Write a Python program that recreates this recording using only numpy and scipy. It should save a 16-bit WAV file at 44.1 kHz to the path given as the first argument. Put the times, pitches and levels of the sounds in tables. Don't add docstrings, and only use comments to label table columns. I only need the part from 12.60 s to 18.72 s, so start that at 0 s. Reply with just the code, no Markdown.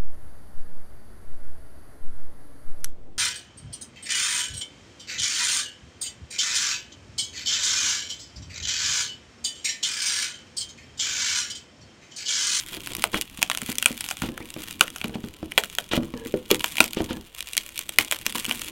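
import sys
import numpy as np
from scipy import signal
from scipy.fft import rfft, irfft
from scipy.io import wavfile
from scipy.ndimage import uniform_filter1d

SR = 44100
rng = np.random.default_rng(int(sys.argv[2]) if len(sys.argv) > 2 else 0)


def wav_out(sig):
    wavfile.write(sys.argv[1], SR, np.round(np.clip(np.atleast_2d(sig).T, -1, 1) * 32767).astype(np.int16))


N = 269826
T = np.arange(N) / SR

# t/s, ring level/dB, shard f/Hz, flex offset/dB, snap offset/dB
FRACTURES = [(0.2726, -32, 3100, -2, 0.5), (0.351, -32, 2720, -5.5, 5.5), (0.4223, -31, 2600, -22, 2),
             (0.44, -16.5, 2580, -0.5, -1.5), (0.5439, -24, 2500, 4, -9), (0.575, -32, 2960, -9, -2),
             (0.6126, -27, 2720, -21, 5), (0.6207, -31.5, 2770, -12, 0.5), (0.8187, -29, 2620, -2, 1),
             (0.828, -14, 2800, -9, 0), (0.8994, -23.5, 2960, 0.5, 0), (0.9147, -23.5, 2980, -2, -6),
             (0.949, -29, 2750, -3, -2), (0.974, -30, 2900, -4.5, 5.5), (1.0175, -32, 2570, -2.5, 3.5),
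             (1.118, -35.5, 3100, -17, 6.5), (1.184, -25, 3090, -17, 6), (1.226, -21, 3020, -7.5, -1),
             (1.259, -9.5, 2300, -7, 0.5), (1.4086, -31.5, 3240, -7, 7), (1.4416, -32, 2700, -11, -2),
             (1.4884, -32, 2790, -4.5, 4.5), (1.5118, -26.5, 2320, -0.5, -0.5),
             (1.6199, -28.5, 2570, 3, -2.5), (1.7773, -38.5, 3100, 7, 0.5), (2.2094, -6.5, 3060, -2, -3),
             (2.2796, -32, 2560, -5.5, -6), (2.361, -36, 2960, 2, 2.5), (2.4144, -27, 2520, -11.5, -11),
             (2.4428, -28, 3080, -2.5, -6), (2.9196, -29, 2630, -11.5, -7),
             (2.978, -7.5, 3060, -6.5, -14.5), (2.9832, -20, 2680, -0.5, -3.5),
             (3.0367, -27, 3090, -1.5, -4), (3.1853, -19, 2950, -3.5, -6), (3.3336, -30.5, 3130, 6.5, -6),
             (3.9057, -22, 3050, -3, -5), (3.913, -18.5, 3470, -9, 5), (3.9456, -25.5, 3030, -5.5, 1),
             (4.006, -28.5, 3030, -7, -11), (4.043, -19, 3030, -2, -3.5), (4.1695, -26, 2790, -23, -3),
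             (4.1828, -19, 2350, -12, -9), (4.2043, -4.5, 2760, -5, 0), (4.2415, -27, 2610, -9, 4),
             (4.333, -32.5, 3200, -16, 3.5), (4.8064, -29, 2760, -18, 0), (4.9336, -34, 3320, -21, 5),
             (4.9684, -25.5, 2780, -7, 5.5), (4.9779, -19.5, 2880, -20, 4), (5.1776, -30, 2950, -26, 1),
             (5.1915, -32, 3000, -6, 8.5), (5.2927, -28.5, 2910, -9.5, 2.5), (5.3862, -5, 2420, -9, -4),
             (5.5122, -23.5, 2950, -9.5, 3.5), (5.5235, -20, 2370, -5, -4), (5.6646, -20, 2680, -7, 1.5),
             (5.8521, -26, 3000, -13, -4), (5.9112, -18.5, 2620, -10, -10.5),
             (6.0171, -33.5, 3530, -4, 4.5)]
# t/s, level/dB, push f/Hz
BENCH_KNOCKS = [(0.172, -36, 324), (.383, -33, 260), (.541, -23, 385), (.788, -34.5, 241),
                (1.024, -32, 219), (1.091, -25, 255), (1.307, -28.5, 290), (1.622, -22.5, 196),
                (1.637, -22, 240), (1.688, -24, 260), (1.804, -30, 205), (1.964, -27.5, 240),
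                (2.446, -25, 254), (2.495, -29.5, 248), (2.555, -25, 235), (2.64, -26.5, 233),
                (2.829, -25.5, 250), (3.335, -20, 358), (3.376, -15, 219), (3.432, -29.5, 220),
                (3.539, -26.5, 254), (3.66, -29.5, 278), (3.74, -18, 386), (3.914, -14, 425),
                (4.205, -19.5, 413), (4.37, -18.5, 360), (4.405, -17.5, 306), (4.508, -22.5, 304),
                (4.569, -29.5, 250), (5.386, -28, 332), (5.665, -36, 340), (5.753, -29, 285),
                (5.882, -29.5, 305)]
CHIP_HZ, FLEX_HZ, PITCH_SCATTER = 2840, 1407, .06


def cracks(events):
    # pitch ratio, level/dB, t60/s
    shard_modes = [(.72, -4, .006), (.82, -2, .007), (.92, 0, .008), (1.02, 1, .009), (1.13, 0, .009),
                   (1.26, -2, .008), (1.4, -6, .006)]
    panel_modes = [(.5, -7, .012), (.74, -3, .011), (.88, -1, .01), (1, 0, .01), (1.14, -2, .009),
                   (1.3, -7, .007)]
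    # f/Hz, level/dB
    snap_colour = [(2000, -42), (3500, 10.5), (4500, 11), (5800, 12), (7200, 13), (9000, 14), (10600, 12),
                   (13000, 9.5), (16000, 1.5)]
    out, t, snap_tone = np.zeros(N), T[:SR // 25], response(snap_colour)
    attack_s = .005
    for s, db, shard_hz, flex_db, snap_db in events:
        flex_hz = FLEX_HZ * np.exp(PITCH_SCATTER * rng.standard_normal())
        release = burst(t, run_s=.0013, rough=.14)
        snap = unit(through(burst(t, run_s=.0007, rough=.27), snap_tone), attack_s)
        shard = ring(shard_modes, t, shard_hz, detune=.025, scatter_db=2.5)
        panel = ring(panel_modes, t, flex_hz, detune=.03, scatter_db=2)
        shard = unit(band(through(release, shard), low_hz=2214, high_hz=3610), attack_s)
        panel = unit(band(through(release, panel), low_hz=587, high_hz=2140), attack_s)
        add(out, s, undb(db) * (shard + undb(flex_db - 1.24) * panel + undb(snap_db - .98) * snap))
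    return out


def chips(grind_db):
    per_s, count, scatter_db = 22, 400, 2
    chips_due = np.cumsum(undb(.5 * (grind_db - grind_db.mean()))) * per_s / SR
    onsets = np.searchsorted(chips_due, np.arange(count) + rng.random(count))
    scatter = rng.standard_normal((count, 4))
    pitch_hz = CHIP_HZ * np.exp(PITCH_SCATTER * scatter[:, 0])
    offsets_db = scatter_db * scatter[:, 1:]
    return [(i / SR, grind_db[i] + 2.5 + ring_db, hz, flex_db - 10.5, snap_db + 2)
            for i, hz, (ring_db, flex_db, snap_db) in zip(onsets, pitch_hz, offsets_db) if i < N]


def splinters(grind_db):
    # f/Hz, level/dB
    grit_colour = [(300, -16), (700, -11), (1100, -0.5), (1700, 0), (2200, 5.5), (3200, 7.5), (4300, -1),
                   (5800, -5.5), (7500, -0.5), (11000, -2.5), (16000, -4.5)]
    t, ticks, effort_db = T[:SR // 100], np.zeros(N), grind_db - grind_db.max()
    ticks_per_s = 45 * undb(.5 * effort_db)
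    for _edge in range(12):
        ticks += through(grains(ticks_per_s, spread_db=5), unit(burst(t, run_s=.0006, rough=.25)))
    dust = undb(-3.5 + .42 * effort_db) * unit(grains(per_s=2500, spread_db=7.5))
    grinding = undb(grind_db - 4 + grip_db(per_s=35))
    settling = undb(-24.5) * aftermath(FRACTURES, decay_s=.028)
    return np.hypot(grinding, settling) * unit(through(unit(ticks) + dust, response(grit_colour)))


def crunches():
    # t/s, length/s, level/dB
    bites = [(.07, .1, -40.5), (.385, 0.076, -34), (.55, 0.034, -33), (1.09, 0.03, -34.5),
             (1.28, 0.045, -38.5), (1.62, 0.055, -51), (1.985, 0.13, -41), (3.32, 0.045, -33),
             (4.21, 0.043, -37), (5.395, .03, -33), (5.51, .05, -33), (5.755, 0.066, -35.5),
             (5.88, 0.073, -35)]
    # f/Hz, level/dB
    crunch_colour = [(400, -11), (1100, 2.5), (2300, 4.5), (3200, 9), (4500, -1.5), (8000, -2.5),
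                     (12000, -2.5), (16000, -4.5)]
    crushed = grains(per_s=1100, spread_db=5.5) * undb(grip_db(per_s=120))
    return strokes(bites) * unit(through(crushed, response(crunch_colour)))


def blade():
    # t/s, length/s, level/dB
    scrapes = [(.125, 0.051, -44), (.31, 0.01, -38.5), (.534, 0.045, -31), (1.622, 0.042, -36.5),
               (2.215, 0.046, -55), (2.441, 0.012, -36), (2.542, 0.0072, -37.5), (3.315, 0.048, -27),
               (3.905, 0.019, -28), (4.366, 0.03, -34), (4.492, 0.04, -37.5), (5.392, 0.026, -59)]
    # f/Hz, level/dB
    steel_colour = [(200, 1), (500, 5), (1000, -0.5), (1900, -3), (3100, 6), (4500, -7), (8000, -17),
                    (16000, -43)]
    return strokes(scrapes) * unit(through(grains(per_s=4800, spread_db=-1), response(steel_colour)))


def squeaks():
    # t/s, length/s, start f/Hz, end f/Hz, level/dB
    glides = [(1.799, 0.041, 1700, 2720, -48.5), (5.75, 0.01, 1100, 960, -31.5)]
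    out = np.zeros(N)
    for s, length, start_hz, end_hz, db in glides:
        count = int(length * SR)
        jitter = unit(uniform_filter1d(rng.standard_normal(count), size=40))
        hz = np.linspace(start_hz, end_hz, count) * (1 + .078 * jitter)
        tone = np.sin(2 * np.pi * np.cumsum(hz) / SR)
        add(out, s, undb(db) * unit(np.hanning(count) * tone))
    return out


def knocks():
    # f/Hz, level/dB, t60/s
    bench_modes = [(78, -8, .22), (122, -11, .1), (162, -13, .08), (208, -3, .1), (240, 1, .16),
                   (312, -2.5, .15), (397, -9, .13), (499, -6, .13)]
    # f/Hz, level/dB
    clack_colour = [(300, -6.5), (600, 8.5), (1000, 2.5), (1600, -1.5), (2600, -1.5), (5000, -11),
                    (12000, -34)]
    rebounds = [(s + .03, db - 20.5, hz) for s, db, hz in BENCH_KNOCKS]
    recoils = [(s, -31 + .65 * db, 303) for s, db, *_ in FRACTURES]
    out, t, clack_tone = np.zeros(N), T[:SR // 4], response(clack_colour)
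    attack_s = .012
    for s, db, hz in BENCH_KNOCKS + rebounds + recoils:
        phase = 2 * np.pi * hz * t
        push = phase * np.exp(-1.1 * phase)
        thud = unit(np.sin(.92 * phase) * phase * np.exp(-.36 * phase), attack_s)
        bench_ring = ring(bench_modes, t, detune=.006, scatter_db=3.5)
        bench = unit(through(np.diff(push, prepend=0), bench_ring), attack_s)
        clack = unit(through(burst(t, run_s=.0026, rough=.82), clack_tone), attack_s)
        add(out, s, undb(db) * (undb(-9.5) * (thud + bench) + undb(-13.5) * clack))
    return out


def fingers():
    # t/s, length/s, level/dB
    slides = [(1.7, 0.15, -51), (2.47, 0.13, -55), (3.545, 0.12, -43), (4.49, 0.079, -41.5)]
    # f/Hz, level/dB, t60/s
    casing_modes = [(243, -0.5, 0.045), (300, -47, 0.11), (468, -0.5, 0.067), (797, -15, 0.086),
                    (934, -5.5, 0.032), (1690, -4.5, 0.039)]
    friction = grains(per_s=1900, spread_db=.5)
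    return strokes(slides) * unit(through(friction, ring(casing_modes, T[:SR // 8])))


def hands():
    # t/s, level/dB
    weight = [(0, -54.5), (.12, -48.5), (0.469, -45.5), (.65, -55), (.85, -52), (2.7, -50), (3.2, -51),
              (4.55, -49.5), (4.7, -64.5), (5.3, -54.5), (6.12, -44)]
    # f/Hz, level/dB
    rumble_colour = [(25, -1), (70, -1.5), (130, -1), (220, 0.5), (320, -2.5), (500, -16.5), (750, -20.5),
                     (1050, -14.5), (2000, -33), (5000, -43)]
    pressing = undb(np.interp(T, *np.transpose(weight)) - 2.5)
    shifting = undb(-17.5) * aftermath(BENCH_KNOCKS, decay_s=.048)
    rumble = unit(through(grains(per_s=790, spread_db=2.5), response(rumble_colour, size=8192)))
    return np.hypot(pressing, shifting) * rumble


def room(x):
    out, block = x.copy(), SR // 3
    for i in range(0, N, block):
        add(out, i / SR, signal.fftconvolve(x[i:i + block], reflections(tail_db=-35)))
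    return out


def reflections(tail_db):
    # t/s, level/dB
    echoes = [(.0021, -15.5), (.0054, -28.5), (0.017, -57), (0.027, -39.5)]
    # f/Hz, level/dB, t60/s
    tail_bands = [(152, -1, 0.23), (346, 7.5, 0.19), (770, 2.5, 0.13), (1860, -10, 0.16), (3130, -5, 0.11),
                  (6000, -6, 0.11), (13200, -9, 0.031)]
    t = T[:SR // 3]
    hz, db, t60 = np.transpose(tail_bands)
    log_f = np.log(np.maximum(np.fft.rfftfreq(len(t), 1 / SR), 1))
    crossovers = np.array([np.interp(log_f, np.log(hz), row) for row in np.eye(len(hz))])
    bands = irfft(rfft(rng.standard_normal(len(t))) * crossovers, len(t))
    tail = np.sum(bands * undb(db[:, None] - 60 * t / t60[:, None]), axis=0)
    impulse = undb(tail_db) * (1 - np.exp(-t / .00022)) * tail
    for s, echo_db in echoes:
        impulse[int(s * SR)] += undb(echo_db)
    return impulse


def air():
    # f/Hz, level/dB
    air_colour = [(20, 18.5), (60, 21.5), (150, 9), (400, -37), (1000, -31), (4000, -56), (16000, -69)]
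    return undb(-57.5) * unit(through(rng.standard_normal(N), response(air_colour, size=8192)))


def ring(modes, t, scale=1, detune=0., scatter_db=0.):
    hz, db, t60 = np.transpose(modes)[:, :, None]
    pitch, weight = rng.standard_normal((2, len(modes), 1))
    phase = 2 * np.pi * hz * scale * (1 + detune * pitch) * t
    return np.sum(undb(db + scatter_db * weight - 60 * t / t60) * np.sin(phase), axis=0)


def burst(t, run_s, rough):
    force = rough * rng.standard_normal(len(t)) * np.exp(-t / run_s)
    force[0] += 1
    return force * rng.choice([-1, 1])


def grains(per_s, spread_db):
    chance, sign = rng.random(N), rng.choice([-1, 1], N)
    size = np.minimum(rng.exponential(size=N), 3)
    return (chance < per_s / SR) * sign * undb(spread_db * size)


def grip_db(per_s, spread_db=4):
    hold = int(SR / per_s)
    steps = rng.standard_normal(N)[np.arange(N) // hold]
    return spread_db * unit(uniform_filter1d(steps, size=hold))


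def strokes(table):
    return sum(undb(db) * np.interp(T, [s - .004, s, s + 1.77 * length, s + length + .0086],
                                    [.007, 1, .45, .006]) for s, length, db in table)


def aftermath(events, decay_s):
    jumps = np.zeros(N)
    for s, db, *_ in events:
        add(jumps, s, undb([db]))
    return signal.lfilter([1], [1, -np.exp(-1 / (decay_s * SR))], jumps)


def response(colour, size=2048):
    hz, db = np.transpose(colour)
    f = np.maximum(np.fft.rfftfreq(size, 1 / SR), 1)
    gain = undb(np.interp(np.log(f), np.log(hz), db))
    cepstrum = irfft(np.log(gain))
    cepstrum[1:size // 2] *= 2
    cepstrum[size // 2 + 1:] = 0
    return irfft(np.exp(rfft(cepstrum)))


def through(x, impulse):
    return signal.fftconvolve(x, impulse)[:len(x)]


def band(x, low_hz, high_hz):
    return signal.sosfilt(signal.butter(2, [low_hz, high_hz], "band", fs=SR, output="sos"), x)


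def undb(db):
    return 10 ** (np.asarray(db) / 20)


def unit(x, span=None):
    head = x if span is None else x[:int(span * SR)]
    return x / np.sqrt(np.mean(head ** 2) + 1e-18)


def add(track, s, sound):
    i = max(int(s * SR), 0)
    track[i:i + len(sound)] += sound[:max(N - i, 0)]


def scene():
    # t/s, level/dB
    effort = [(0, -42), (.43, -42), (.5, -49), (.58, -42), (.73, -52), (.78, -44), (.86, -46), (.95, -42),
              (1.3, -40), (1.66, -42), (1.73, -51), (2.05, -42), (2.4, -45), (2.6, -51), (2.9, -52),
              (3.02, -43), (3.21, -43), (3.26, -48), (3.47, -52), (3.68, -47), (3.85, -51), (3.98, -38),
              (4.17, -39), (4.48, -44), (4.68, -55), (4.78, -41), (5.02, -41.5), (5.33, -45), (5.8, -37),
              (6.12, -39)]
    grind_db = np.interp(T, *np.transpose(effort))
    room_tone = air()
    handling = blade() + squeaks() + fingers() + knocks() + hands()
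    glass = splinters(grind_db) + crunches() + cracks(FRACTURES + chips(grind_db))
    return (room(handling + glass) + room_tone)[None]


def record(dry):
    lowpass = signal.ellip(10, .1, 90, 16000, fs=SR, output="sos")
    return signal.sosfilt(lowpass, np.clip(dry, -1, 1))


dry = scene()
out = record(dry)
wav_out(out)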